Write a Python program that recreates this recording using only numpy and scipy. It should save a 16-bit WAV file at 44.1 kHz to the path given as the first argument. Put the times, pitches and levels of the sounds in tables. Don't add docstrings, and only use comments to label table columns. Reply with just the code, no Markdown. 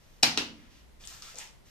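import sys
import numpy as np
from scipy import signal
from scipy.fft import rfft, irfft
from scipy.io import wavfile

SR = 44100
rng = np.random.default_rng(int(sys.argv[2]) if len(sys.argv) > 2 else 0)


def persist_wave(psi):
    counts = np.round(np.clip(psi, -1, 1) * 32767).astype(np.int16)
    wavfile.write(sys.argv[1], SR, np.atleast_2d(counts).T)


N = 74970
T = np.arange(N) / SR
HZ = np.maximum(np.fft.rfftfreq(N, 1 / SR), 1)

# (frequency [Hz], t60 [s], flat-hit level [dB], edge-hit level [dB])
TOOL_MODES = [(276, 0.036, -35.5, -30), (449.6, 0.024, -44.5, -27.5), (830, 0.014, -22.5, -35),
              (1351, 0.004, -25.5, -21.5), (2117, 0.016, -37, -29), (2250, 0.011, -24.5, -31),
              (2710, 0.016, -12.5, -18), (3280, 0.0058, -22.5, -17.5), (3920, 0.0085, -13, -16),
              (4380, 0.016, -13, -21.5), (5200, 0.0048, -7.5, -15.5), (6400, 0.0063, -21.5, -17.5),
              (6600, 0.0074, -48, -54), (8080, 0.004, -22.5, -51)]
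# (frequency [Hz], level [dB], t60 [s], left-right likeness [0-1])
ROOM_BANDS = [(91.5, 7.5, 1, 0.65), (239.8, 4, 1, 0.83), (500, -3, 0.52, 1), (1080, 0, 0.39, 0),
              (2820, 2, 0.38, 0), (4900, -3, 0.34, 0), (8000, -7, 0.34, 0.16), (13600, 0.5, 0.18, 0.14)]


def amp(db):
    return 10 ** (np.asarray(db) / 20)


def unit(x):
    return x / np.sqrt(np.mean(x ** 2) + 1e-20)


def at_hz(points, hz):
    f, value = np.transpose(points)
    return np.interp(np.log(hz), np.log(f), value)


def colour(x, db):
    return irfft(rfft(x) * amp(db), N)


def pan(db):
    return amp(np.array([[db], [-db]]) / 2)


def stereo_noise(likeness):
    alike = np.clip(at_hz(likeness, HZ), -.99, .99)
    mid, side = rfft(rng.standard_normal((2, N)))
    return irfft((np.sqrt(1 + alike) * mid + np.sqrt(1 - alike) * side * [[1], [-1]]) / np.sqrt(2), N)


def swell(start, attack, hold, release):
    rise = np.clip((T - start) / attack, 0, 1)
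    return rise * np.exp(-np.maximum(T - start - attack - hold, 0) / release)


def fade(start, decay):
    return (T >= start) * np.exp(-np.clip((T - start) / decay, 0, 60))


def ring(x, hz, t60):
    r, w = amp(-60 / (t60 * SR)), 2 * np.pi * hz / SR
    return signal.lfilter([1, 0, -1], [1, -2 * r * np.cos(w), r * r], x + 1e-18) / 2


def clicks(rows):
    return sum(amp(db) * (np.arange(N) == int(start * SR)) for start, db in rows)


def room_tone():
    # (frequency [Hz], spectral level [dB])
    air_spectrum = [(12, -37), (20, -0.5), (90, -15), (419, -23.5), (567, -24), (725, -27.5), (1040, -28),
                    (1360, -30.5), (1740, -31.5), (1950, -29.5), (2110, -32), (4190, -36), (14000, -45.5)]
    # (frequency [Hz], left-right likeness [0-1])
    air_likeness = [(30, 0), (120, 0.38), (300, 0.095), (800, 0), (8000, 0.066)]
    air = unit(colour(stereo_noise(air_likeness), at_hz(air_spectrum, HZ)))
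    hum = swell(start=0.734, attack=0.088, hold=0.34, release=0.043) * np.sin(2 * np.pi * 59.5 * T)
    return amp(-57) * air + amp(-58) * hum


def standing_waves(x):
    # (frequency [Hz], level [dB], t60 [s])
    room_modes = [(82.9, -45.5, 2), (193.2, -64, 0.62), (224.05, -51, 0.73), (254.3, -45, 0.42),
                  (297.6, -48, 0.34), (405.5, -47, 0.32)]
    return pan(db=-4) * sum(amp(db) * ring(x, hz, t60) for hz, db, t60 in room_modes)


def reverb_tail(x):
    f, level, t60, likeness = np.transpose(ROOM_BANDS)
    noise, out = rfft(stereo_noise(list(zip(f, likeness)))), 0
    edges = np.geomspace(70, 15000, 25)
    build = np.exp(-1 / (0.0025 * SR))
    for low, high in zip(edges, edges[1:]):
        hz = np.sqrt(low * high)
        decay = np.exp(-2 * np.log(1000) / (at_hz(list(zip(f, t60)), hz) * SR))
        band = signal.sosfilt(signal.butter(2, [low, high], "band", fs=SR, output="sos"), x + 1e-18)
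        poles = [1, -decay - build, decay * build]
        power = signal.lfilter([(1 - decay) * (1 - build)], poles, band ** 2 + 1e-18)
        wash = unit(irfft(noise * (HZ >= low) * (HZ < high), N))
        out = out + amp(at_hz(list(zip(f, level)), hz)) * np.sqrt(np.abs(power)) * wash
    return out


def early_reflections(x):
    first_echo_s, build_s, t60_s = 0.00076, 0.00067, 0.24
    f, level, _, likeness = np.transpose(ROOM_BANDS)
    envelope = np.clip((T - first_echo_s) / build_s, 0, 1) * np.exp(-np.log(1000) * T / t60_s)
    echoes = colour(stereo_noise(list(zip(f, likeness))), at_hz(list(zip(f, level)), HZ))
    response = echoes * envelope / np.sqrt(np.sum(envelope ** 2))
    return signal.fftconvolve(x, response, axes=1)[:, :N]


def friction(strokes, spectrum, slips_per_s, spread_db):
    out = 0
    for start, attack, hold, release, db, tilt in strokes:
        sizes = amp(spread_db * np.minimum(rng.exponential(1, N), 4)) * rng.choice([-1, 1], N)
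        slips = sizes * (rng.random(N) < slips_per_s / SR)
        texture = unit(colour(slips, at_hz(spectrum, HZ) + tilt * np.log2(HZ)))
        out = out + amp(db) * swell(start, attack, hold, release) * texture
    return out


def sleeve_rustle():
    # (time [s], attack [s], hold [s], release [s], level [dB], tilt [dB/octave])
    moves = [(-.02, 0.03, 0.17, 0.064, -68.5, 6.5), (.55, 0.017, 0.087, 0.044, -65.5, -1.5),
             (.69, 0.02, 0.091, 0.019, -64, 2.5), (1.645, 0.015, 0.031, 0.035, -62.5, 5)]
    # (frequency [Hz], spectral level [dB])
    cloth_spectrum = [(200, -4), (900, -1), (2000, 7.5), (4200, 4), (6000, 5.5), (9000, -12.5),
                      (14000, -13.5)]
    return friction(moves, cloth_spectrum, slips_per_s=6700, spread_db=-2.5)


def mud_scrape():
    # (time [s], attack [s], hold [s], release [s], level [dB], tilt [dB/octave])
    strokes = [(.995, 0.013, 0.049, 0.013, -55.5, -2.5), (1.072, 0.0059, 0.04, 0.092, -48.5, -0.7),
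               (1.22, 0.0067, 0.069, 0.05, -50.5, -2.6), (1.355, 0.018, 0.039, 0.038, -47, -2.4)]
    # (frequency [Hz], spectral level [dB])
    grit_spectrum = [(200, -24.5), (600, -14), (1400, -8), (3300, -1.5), (6000, 4.5), (8000, 4.5),
                     (9500, -10.5), (12000, -9), (14000, -8)]
    return pan(db=1) * friction(strokes, grit_spectrum, slips_per_s=4200, spread_db=2)


def mud_squelches():
    # (time [s], length [s], centre [Hz], width [Hz], level [dB])
    pockets = [(1.09, 0.1, 1280, 910, -59.5), (1.252, 0.065, 1315, 198, -59),
               (1.339, 0.02, 572, 202, -52.5), (1.361, 0.094, 890, 127, -57),
               (1.389, 0.056, 2000, 500, -56), (1.393, 0.041, 2730, 650, -53)]
    out = 0
    for start, length, hz, width, db in pockets:
        hollow = unit(irfft(rfft(rng.standard_normal(N)) / (1 + ((HZ - hz) / (width / 2)) ** 2), N))
        arch = np.sin(np.pi * np.clip((T - start) / length, 0, 1))
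        out = out + amp(db) * arch * hollow
    return out


def mud_crackle():
    # (time [s], level [dB], pitch [Hz], t60 [s], leftward pan [dB])
    pops = [(1.0388, -35.5, 3460, 0.0047, 0), (1.0526, -35.5, 8000, .004, 14.5),
            (1.062, -36.5, 8250, 0.0035, 13), (1.0742, -22, 6400, 0.0011, 14.5),
            (1.2223, -46.5, 1230, .015, -10), (1.2228, -22, 5180, 0.0012, 2),
            (1.3454, -44, 5880, .003, -22), (1.3569, -28, 6160, 0.0023, 7),
            (1.3866, -24, 7500, 0.0023, 14.5), (1.3857, -29, 6600, 0.0054, 11),
            (1.4739, -35.5, 5480, 0.0024, -3)]
    crackle = sum(amp(db) * pan(pan_db) * ring(clicks([(start, 0)]), hz, t60)
                  for start, db, hz, t60, pan_db in pops)
    return signal.sosfilt(signal.butter(1, 9200, fs=SR, output="sos"), crackle)


def blow(contacts, mode_levels, splat_db, splat_s):
    # (frequency [Hz], spectral level [dB])
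    splat_spectrum = [(50, -32), (160, -2), (520, -1.5), (1400, 1), (3000, -7), (5500, 4), (8000, -7),
                      (9800, -15.5), (14000, -21.5)]
    # (frequency [Hz], left-right likeness [0-1])
    splat_likeness = [(300, 0.99), (1000, 0.16), (4000, 0.1), (10000, 0.14)]
    spray_db, spray_s = -13, 0.017
    low_cut_hz = 134
    force = clicks(contacts)
    body = sum((-1) ** k * amp(db) * ring(force, hz, t60)
               for k, ((hz, t60, *_), db) in enumerate(zip(TOOL_MODES, mode_levels)))
    power = sum(amp(db) ** 2 * (fade(start, splat_s) ** 2 + (amp(spray_db) * fade(start, spray_s)) ** 2)
                for start, db in contacts)
    wet_noise = unit(colour(stereo_noise(splat_likeness), at_hz(splat_spectrum, HZ)))
    splat = amp(splat_db) * np.sqrt(power) * wet_noise
    return signal.sosfilt(signal.butter(3, low_cut_hz, "high", fs=SR, output="sos"), body + splat)


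def trowel_on_float():
    # (time [s], level [dB])
    slap_contacts = [(.2274, -18.5), (.2288, -8), (.2316, 1), (.2329, -0.5), (.2346, -13.5)]
    # (time [s], level [dB])
    knock_contacts = [(.3747, -1), (.3760, -17)]
    _, _, flat_levels, edge_levels = np.transpose(TOOL_MODES)
    slap = blow(slap_contacts, flat_levels, splat_db=-16.5, splat_s=0.0014)
    knock = blow(knock_contacts, edge_levels, splat_db=-19, splat_s=0.00099)
    return slap + knock


def scene():
    # (frequency [Hz], left minus right [dB])
    balance = [(200, -0.5), (700, -5), (1500, 1), (3000, 5.5), (5500, -0.5), (7000, 11), (8500, 15.5),
               (13000, 10)]
    left_lead_s, room_lean_share = 0.000045, 0.34
    lean_db = at_hz(balance, HZ) * np.array([[1], [-1]]) / 2
    blows = trowel_on_float()
    textures = mud_scrape() + mud_squelches() + sleeve_rustle()
    crackle = mud_crackle()
    direct = colour(blows, lean_db) + amp(-1.5) * textures + crackle
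    direct[1] = irfft(rfft(direct[1]) * np.exp(-2j * np.pi * HZ * left_lead_s), N)
    send = colour(blows, room_lean_share * lean_db) + amp(-2) * textures + crackle.mean(axis=0)
    room = early_reflections(send) + reverb_tail(send) + standing_waves(blows.mean(axis=0))
    return direct + room + room_tone()


def record(dry):
    return signal.sosfilt(signal.ellip(10, .1, 80, 14200, fs=SR, output="sos"), dry)


dry = scene()
out = record(dry)
persist_wave(out)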